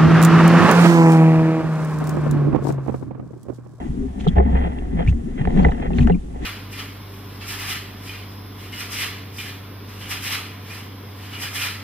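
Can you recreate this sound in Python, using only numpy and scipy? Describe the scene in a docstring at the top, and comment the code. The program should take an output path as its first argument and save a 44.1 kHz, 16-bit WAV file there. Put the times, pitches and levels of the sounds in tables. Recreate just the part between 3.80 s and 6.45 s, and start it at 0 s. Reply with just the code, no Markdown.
"""The mount of a sealed camera housing booms at its lowest mode, a near sine, on a diver's gear under water.
Gulps and dull bumps are low sines that swell and fade; the wash of water is flickering bands of low noise.
Gloved hands work above: cord and gloves rub and knock the shell, ringing its damped resonances.
Small bubbles and ticks are pings of narrow noise; crackling bursts of fizz lie above a treble background hiss.
Two microphone ports receive it all, with leads and level differences between left and right."""
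import sys
import numpy as np
from scipy import signal
from scipy.fft import rfft, irfft, next_fast_len
from scipy.io import wavfile

SR = 44100
rng = np.random.default_rng(int(sys.argv[2]) if len(sys.argv) > 2 else 0)


def pcm_store(signal):
    """Save signal as 16-bit PCM."""
    levels = np.round(np.clip(np.atleast_2d(signal), -1, 1) * 32767)
    wavfile.write(sys.argv[1], SR, levels.astype(np.int16).T)


N = 116865   # length in samples

# Treble background hiss, dipping briefly near 0.6 s, before its trim: (time [s], level [dB])
HISS_LEVEL = [(0, -59), (.58, -61.5), (.597, -71), (.64, -65.5), (.72, -62), (1.1, -61.5), (1.7, -60.5),
              (2.65, -60)]
# Spectrum of the background hiss: (frequency [Hz], relative density [dB per Hz])
HISS_SPECTRUM = [(1000, 13.5), (3000, 10.5), (4800, 1), (6400, 6), (9000, 3.5), (11000, -4.5),
                 (13000, -15.5), (15000, -34)]
# Bursts of fizz, before the trims of hiss and crackle: (time of crest [s], level [dB], length at half height [s])
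FIZZ_BURSTS = [(0.409, -54.5, 0.028), (0.45, -57.5, 0.023), (0.485, -53, 0.021), (1.29, -53, 0.033),
               (1.805, -57.5, 0.18), (2.176, -54, 0.052), (2.226, -55, 0.038), (2.275, -54, 0.011),
               (2.64, -56.5, 0.038)]
# Spectrum of the hiss in the bursts: (frequency [Hz], relative density [dB per Hz])
BURST_SPECTRUM = [(2500, 4.5), (3800, 12), (4900, -16), (6500, 5.5), (9000, -11.5), (11500, -23.5),
                  (15000, -30)]
HISS_TRIM_DB, BURST_TRIM_DB = 1.0, 3.5
HISS_CORRELATION = 0.028   # between the two ports
CRACKLE_PER_S, CRACKLE_TRIM_DB = 350, 15.5
CRACKLE_CYCLES = 6.5   # cycles in a 60 dB decay, unless the mode's shortest decay is longer

# Small bubbles and ticks, short pings of narrow noise:
# (time of onset [s], peak level [dB], pitch [Hz], 60 dB decay time [s])
# A chance level difference between the ports is added to each.
PINGS = [(0.476, -24.5, 3370, 0.016), (0.477, -34, 3950, .014), (0.484, -24.5, 3330, 0.025),
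         (1.274, -25, 2396, 0.024), (1.284, -26, 2660, 0.032), (1.832, -44, 4397, .015),
         (1.908, -44.5, 3880, .015), (2.185, -30, 3744, 0.0054), (2.189, -37, 4280, 0.013),
         (2.207, -33.5, 3000, 0.013), (2.212, -31.5, 2500, .014), (2.226, -35, 2540, 0.022),
         (2.272, -32, 2817, 0.0069), (2.316, -46.5, 3980, .025), (2.321, -36, 2760, 0.04),
         (2.344, -38.5, 2400, 0.038)]
PING_RISE_S, PING_HALF_WIDTH_HZ = 0.002, 190

# Water washing round the shell, before its trim: (time [s], level [dB])
WASH_LEVEL = [(0, -33), (.2, -28), (.33, -36), (.5, -28.5), (.72, -25), (.95, -34), (1.17, -26),
              (1.36, -32.5), (1.56, -30.5), (1.78, -20), (1.96, -30), (2.22, -22.5), (2.35, -24),
              (2.41, -39), (2.65, -31.5)]
# Spectrum of the wash: (frequency [Hz], relative density [dB per Hz])
WASH_SPECTRUM = [(15, 3), (54, -2), (81, -13.5), (114, -11.5), (167, -6.5), (248, -5.5), (402, -22),
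                 (536, -37), (728, -33.5), (1100, -36.5), (1430, -74)]
WASH_TRIM_DB = 3.5
LOOSE_DB, LOOSE_HZ = -9.5, 193   # part of the wash each port has for itself, above this pitch

# Modes of the shell:
# (frequency [Hz], level [dB], 60 dB decay time [s], left minus right [dB], lead of the left port [rad])
SHELL_MODES = [(419.3, -1.5, 0.027, 6.5, 1.27), (502, -4, 0.063, 3.5, 3.5), (718.3, -3.5, 0.039, 5, -1.26),
               (858, -1.5, 0.041, -3.5, 3.5), (1285, -6, 0.019, 2.5, 3.5), (1550, -12, 0.0089, -8.5, 0.5),
               (1800, -9, 0.023, 1, 0.83), (1989, -6, 0.02, -1.5, 1.25), (2487, -17.5, 0.035, -0.5, 4),
               (2735, -23, 0.02, 8.5, -0.5), (3238, -16, 0.019, 2.5, -2.2), (3590, -30, 0.0088, 4.5, -0.5),
               (4330, -41, 0.011, -6.5, -7.5)]
SPLIT_HZ = 1050    # parts low modes from high modes
MUFFLE_HZ = 3960   # low-pass on the sound of the shell

# Rubbing, before its trims: (time [s], level of the low modes [dB], level of the high modes [dB])
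RUB_LEVELS = [(0, -42.5, -50), (.13, -64, -66), (.35, -54, -65), (.41, -48.5, -57), (.52, -49.5, -48.5),
              (.57, -41.5, -46), (.62, -43, -52.5), (.725, -41, -48.5), (.75, -35, -39), (.87, -38.5, -44),
              (.91, -46, -52), (1.0, -51, -53), (1.13, -53, -58.5), (1.2, -36.5, -42), (1.26, -50.5, -47),
              (1.35, -62.5, -66), (1.57, -53, -55), (1.59, -42, -39.5), (1.7, -44, -52.5), (1.78, -36, -42),
              (1.9, -35, -51), (1.94, -50, -53), (2.04, -41, -45), (2.12, -51, -53), (2.2, -42.5, -52),
              (2.31, -50, -48), (2.38, -62.5, -81), (2.58, -51, -60), (2.65, -50.5, -41.5)]
RUB_GRAINS_PER_S, RUB_SPREAD_DB, RUB_FLUTTER_DB = 1800, 1.5, 2.5
RUB_TRIM_DB, RUB_LOW_TRIM_DB = 4.5, 5.0   # all modes; the low ones in addition

# Knocks, before their trims:
# (time of contact [s], level [dB], strongest pitch [Hz], contact decay [s], thump relative to level [dB])
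KNOCK_CONTACTS = [(0.467, -21, 1200, 0.0014, -0.5), (0.564, -34, 1870, 0.015, 13),
                  (.581, -23, 1800, 0.0031, 7), (0.598, -31, 1790, 0.009, 15),
                  (0.752, -31, 1990, 0.0026, 2.5), (0.986, -32.5, 3120, 0.0025, -4),
                  (1.019, -47.5, 1900, 0.0038, 12), (1.325, -39, 1850, 0.0034, -0.5),
                  (1.579, -33.5, 2082, 0.0023, -12), (1.652, -22, 2000, 0.0012, -7),
                  (1.673, -24, 2020, 0.0017, 6), (1.762, -37, 1940, 0.0067, 14.5),
                  (1.844, -23, 1750, 0.0059, -1), (1.848, -12, 2010, 0.0022, -6.5),
                  (1.884, -27, 1880, 0.0022, -6), (1.917, -25.5, 1580, 0.0047, -4.5),
                  (2.104, -43.5, 1822, 0.0033, 16), (2.132, -33, 3030, 0.0024, -0.5),
                  (2.184, -21.5, 2300, 0.0016, -4.5), (2.192, -26.5, 2000, 0.0015, 1),
                  (2.2725, -17.5, 1437, 0.0022, -6), (2.28, -28.5, 1500, .006, 0.5),
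                  (2.297, -24.5, 1740, 0.0048, 8.5)]
KNOCK_RISE_S, KNOCK_FOCUS_OCT = 0.0007, 0.21
KNOCK_TRIM_DB, THUMP_TRIM_DB = 2, 9.5
THUMP_TILT_DB_PER_OCT = -3.5   # knocks drive the deepest modes harder than rubbing does

# Gulps of water and dull bumps:
GULP_SWELLS = [(0.192, -25.5, 276.6, 0.047), (0.241, -30.5, 397.5, 0.046), (0.262, -20.5, 262, 0.016),
               (0.470, -10, 432, 0.0059), (0.482, -6, 167, 0.016), (0.57, -16, 87.6, 0.026),
               (0.59, -17, 180, 0.049), (0.601, -14, 407, 0.01), (0.699, -24, 259, 0.069),
               (0.74, -18.5, 174, 0.029), (0.868, -20, 176.6, 0.033), (1.154, -14, 190, 0.011),
               (1.201, -17.5, 167.6, 0.03), (1.281, -6.5, 105.6, 0.011), (1.295, -17.5, 161.6, 0.038),
               (1.312, -15.5, 94.3, 0.029), (1.613, -8.5, 145.6, 0.0087), (1.665, -19.5, 181, 0.032),
               (1.766, -12.5, 162, 0.032), (1.792, -10, 195, 0.025), (1.83, -17.5, 180.4, 0.03),
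               (1.858, -17, 443, 0.0079), (1.861, -15.5, 165.6, 0.057), (2.143, -21, 172.4, 0.13),
               (2.2, -13.5, 94.2, 0.025), (2.217, -10.5, 141.4, 0.03), (2.221, -17, 242, 0.046),
               (2.263, -12, 222.5, 0.014), (2.326, -10, 176.4, 0.05)]
GULP_TAIL = 1.21   # the fall lasts this many times the rise

# Boom of the mount: (time [s], level [dB])
BOOM_LEVEL = [(0, -32), (.4, -35.5), (.555, -24), (.58, -9), (.68, -20), (.75, -14.5), (.94, -31),
              (1.2, -26.5), (1.26, -34.5), (1.28, -11.5), (1.35, -20.5), (1.44, -37), (1.64, -37),
              (1.685, -12.5), (1.72, -41.5), (1.8, -16), (1.84, -25), (1.86, -8.5), (1.93, -32.5),
              (2.2, -24.5), (2.245, -13.5), (2.3, -18), (2.38, -33.5), (2.49, -31), (2.65, -35.5)]
# Pitch of the boom: (time [s], frequency [Hz])
BOOM_FREQUENCY = [(0, 63.3), (.6, 65.6), (.94, 66.2), (1.15, 62.1), (1.88, 65.25), (2.05, 60.08),
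                  (2.65, 59.3)]
BOOM_NOISE_DB, BOOM_WIDTH_HZ = -15, 20   # noise relative to the tone, bandwidth of its resonance

# Phase between the ports: (frequency [Hz], lead of the left port [rad])
PORT_LEAD = [(0, 0.5), (100, -0.24), (170, 1.17), (250, 0), (330, 1.94), (400, 0.34), (500, 2.5),
             (1100, 2.5)]
# Level between the ports: (frequency [Hz], left minus right [dB])
PORT_TILT = [(60, -0.4), (110, 1.5), (170, 0), (250, 11), (350, 1), (500, -3), (1100, -1)]
LEFT_RIGHT = np.array([[1], [-1]])
CUTOFF_HZ = 15000


def amp(db):
    """Decibels define an amplitude ratio."""
    return 10 ** (np.asarray(db) / 20)


def rms_one(x):
    """Division by the root mean square normalizes power."""
    return x / np.sqrt(np.mean(x ** 2) + 1e-20)


def in_time(rows):
    """Linear interpolation turns each table column into a curve over time."""
    s, *columns = np.transpose(rows)
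    return [np.interp(np.arange(N) / SR, s, c) for c in columns]


def filtered(x, order, hz, kind="low"):
    """A Butterworth filter has a maximally flat passband."""
    return signal.sosfilt(signal.butter(order, hz, kind, fs=SR, output="sos"), x)


def drift(rate):
    """Two equal low-pass poles at rate (Hz) turn white noise into a slow fluctuation of rms 1."""
    r = np.exp(-2 * np.pi * rate / SR)
    slow = signal.lfilter([1], [1, -2 * r, r * r], rng.standard_normal(N + SR))
    return rms_one(slow[SR:])   # the first second lets the filter settle


def ring(x, hz, t60):
    """A damped resonator answers a unit click with a decaying sine of initial height 1."""
    r, w = amp(-60 / (t60 * SR)), 2 * np.pi * hz / SR
    return signal.lfilter([0, np.sin(w)], [1, -2 * r * np.cos(w), r * r], x + 1e-18)


def mode(x, hz, db, t60, pan_db, lead):
    """A damped mode reaches each port with its own phase and level."""
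    r, w = amp(-60 / (max(t60, 2e-3) * SR)), 2 * np.pi * hz / SR
    heard = []
    for side in (1, -1):
        phase = side * lead / 2
        start = [np.sin(phase), r * np.sin(w - phase)]
        rung = signal.lfilter(start, [1, -2 * r * np.cos(w), r * r], x + 1e-18)
        heard.append(amp(db + side * pan_db / 2) * rung)
    return np.array(heard)


def banded(colour, low, count, patchy_db, rate, channels):
    """Half-octave bands of noise, fluctuating independently, sum to a coloured noise of rms 1."""
    out, white = 0, rng.standard_normal((2, channels, N))
    hz, db = np.transpose(colour)
    for k in range(count):
        edge = low * 2 ** (k / 2)
        band = filtered(white[k % 2], 2, [edge, edge * np.sqrt(2)], "band")   # neighbours differ in noise
        centre = edge * 2 ** .25
        level_db = np.interp(np.log(centre), np.log(hz), db)
        out = out + band * amp(level_db + patchy_db * drift(rate))
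    return rms_one(out)


def ports(x):
    """Two receivers differ in phase and level as functions of frequency."""
    edge = SR // 4
    size = next_fast_len(N + 2 * edge)
    hz = np.arange(size // 2 + 1) * SR / size
    tilt_db, lead = np.interp(hz, *np.transpose(PORT_TILT)), np.interp(hz, *np.transpose(PORT_LEAD))
    half = amp(tilt_db / 2) * np.exp(.5j * lead)   # the left gains half, the right loses half
    spectrum = rfft(np.pad(x, edge, "reflect", reflect_type="odd"), size)
    return irfft(spectrum * np.array([half, 1 / half]), size)[:, edge:edge + N]


def hiss(gain, colour):
    """Sum and difference of two independent noises make fine hiss, mostly uncorrelated at the ports."""
    mid, side = banded(colour, 930, count=8, patchy_db=1.05, rate=26.0, channels=2)
    both = np.sqrt(1 + HISS_CORRELATION) * mid + np.sqrt(1 - HISS_CORRELATION) * side * LEFT_RIGHT
    return gain * both * amp(-1.2 * LEFT_RIGHT)


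def burst_envelope():
    """Gaussian pulses superpose as the amplitude of the bursts of fizz."""
    t = np.arange(N) / SR
    return sum(amp(db) * np.exp(-np.log(2) * (2 * (t - s) / length) ** 2) for s, db, length in FIZZ_BURSTS)


def crackle(gain):
    """Tiny bubbles bursting in the fizz are sparse impulses, each exciting a briefly ringing resonance."""
    heights = amp(4.3 * np.minimum(rng.exponential(1, N), 3))
    ticks = (rng.random(N) < CRACKLE_PER_S / SR) * heights * gain
    pitches, dealt = np.geomspace(2100.0, 4500.0, 12), rng.integers(0, 12, N)
    out = 0
    for k, hz in enumerate(pitches):
        pan_db, lead = rng.uniform(-1.3, 2, 2)   # each pitch has a side of its own
        out = out + mode(ticks * (dealt == k), hz, 0, CRACKLE_CYCLES / hz, pan_db, lead)
    return amp(CRACKLE_TRIM_DB) * out


def bubbles_and_ticks():
    """Slow noise modulates a decaying carrier into a rough ping, each with its own direction."""
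    out, t = np.zeros((2, N + SR)), np.arange(SR // 10) / SR
    white = rng.standard_normal((len(PINGS), 2, SR // 5))
    slow = filtered(white, 2, PING_HALF_WIDTH_HZ)[..., SR // 10:]
    directions = rng.uniform(-1.2, 1, (len(PINGS), 2))
    for (s, db, hz, t60), (lead, pan), (a, b) in zip(PINGS, directions, slow):
        shape = (1 - np.exp(-t / PING_RISE_S)) * amp(-60 * t / t60)
        turn = 2 * np.pi * hz * t + lead * LEFT_RIGHT
        ping = shape * ((2 + rms_one(a)) * np.sin(turn) + rms_one(b) * np.cos(turn))
        i = int(s * SR)
        out[:, i:i + len(t)] += amp(db + 2 * pan * LEFT_RIGHT) * ping / abs(ping).max()
    return out[:, :N]


def wash():
    """Flow noise is random and broadband: one shared channel, then one for each port."""
    noise = banded(WASH_SPECTRUM, 16.44, count=12, patchy_db=3.0, rate=16.6, channels=3)
    return amp(in_time(WASH_LEVEL)[0] + WASH_TRIM_DB) * noise


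def rub():
    """Friction is a dense train of random impulses, exciting every mode of the shell."""
    low_db, high_db = in_time(RUB_LEVELS)
    heights_db = RUB_SPREAD_DB * np.minimum(rng.exponential(1, N), 4) + RUB_FLUTTER_DB * drift(41.0)
    grains = (rng.random(N) < RUB_GRAINS_PER_S / SR) * amp(heights_db)
    low = high = 0
    for row in SHELL_MODES:
        part = mode(grains * rng.standard_normal(N), *row)   # strengths of its own for each mode
        if row[0] < SPLIT_HZ:
            low = low + part
        else:
            high = high + part
    low = amp(low_db + RUB_LOW_TRIM_DB) * rms_one(filtered(low, 3, SPLIT_HZ))
    high = amp(high_db) * rms_one(filtered(high, 2, SPLIT_HZ, "high"))
    return amp(RUB_TRIM_DB) * (low + high)


def knocks():
    """A brief noisy contact force excites the modes near its pitch most, and thumps the low ones."""
    out, size = np.zeros((2, N + SR)), 2048
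    noise = rng.standard_normal((len(KNOCK_CONTACTS), size))
    spread = rng.standard_normal((len(KNOCK_CONTACTS), len(SHELL_MODES)))
    t, hz = np.arange(size) / SR, np.array(SHELL_MODES)[:, 0]
    thump_gain = amp(THUMP_TILT_DB_PER_OCT * np.log2(hz / SPLIT_HZ))[:, None, None]
    for (s, db, pitch_hz, length, thump_db), n, chance in zip(KNOCK_CONTACTS, noise, spread):
        touch = np.zeros(SR // 10)
        touch[:size] = n * np.exp(-t / length) * np.minimum(t / KNOCK_RISE_S, 1)
        parts = np.array([mode(touch, *row) * amp(2 * c) for row, c in zip(SHELL_MODES, chance)])
        focus = np.exp(-.5 * (np.log2(hz / pitch_hz) / KNOCK_FOCUS_OCT) ** 2)[:, None, None]
        low = filtered((parts * thump_gain)[hz < SPLIT_HZ].sum(0), 2, SPLIT_HZ)
        high = (parts * focus)[hz > SPLIT_HZ].sum(0)
        thump = amp(thump_db + THUMP_TRIM_DB) * low / abs(low).max()
        knock = amp(KNOCK_TRIM_DB) * high / abs(high).max()
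        i = int(s * SR)
        out[:, i:i + len(touch)] += amp(db) * (knock + thump)
    return out[:, :N]


def gulps():
    """A lopsided Gaussian envelope swells and fades a low sine, over a few cycles or some twenty."""
    out, t = np.zeros(N + SR), np.arange(-SR // 10, SR // 5) / SR
    for s, db, hz, length in GULP_SWELLS:
        stretch = np.where(t > 0, GULP_TAIL, 1)
        shape = np.exp(-np.log(2) * (2 * t / (length * stretch)) ** 2)
        i = int(s * SR) + SR // 10
        out[i:i + len(t)] += amp(db) * shape * np.cos(2 * np.pi * hz * t)
    return out[SR // 5:N + SR // 5]


def boom():
    """The lowest mode of the mount swings as a near sine, with a little noise in the same resonance."""
    (hz,), (db,) = in_time(BOOM_FREQUENCY), in_time(BOOM_LEVEL)
    tone = np.sqrt(2) * np.sin(2 * np.pi * np.cumsum(hz) / SR)   # rms 1
    t60 = 2.2 / BOOM_WIDTH_HZ   # decay time is inverse to bandwidth
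    noise = rms_one(ring(rng.standard_normal(N), hz.mean(), t60))
    return amp(db) * (tone + amp(BOOM_NOISE_DB) * noise)


def scene():
    """Linear superposition joins the sources at the two ports."""
    bursts = burst_envelope()
    background_hiss = hiss(amp(in_time(HISS_LEVEL)[0] + HISS_TRIM_DB), HISS_SPECTRUM)
    burst_hiss = hiss(bursts * amp(BURST_TRIM_DB), BURST_SPECTRUM)
    water = wash()
    loose = amp(LOOSE_DB) * filtered(water[1:], 2, LOOSE_HZ, "high")
    shell = filtered(rub() + knocks() + crackle(bursts), 6, MUFFLE_HZ)
    deep = ports(boom() + gulps() + water[0])
    return background_hiss + burst_hiss + bubbles_and_ticks() + loose + shell + deep


def record(dry):
    """A steep low-pass filter holds everything above the cutoff at least 60 dB down."""
    return signal.sosfilt(signal.cheby2(12, 60, CUTOFF_HZ, fs=SR, output="sos"), dry)


dry = scene()
out = record(dry)
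pcm_store(out)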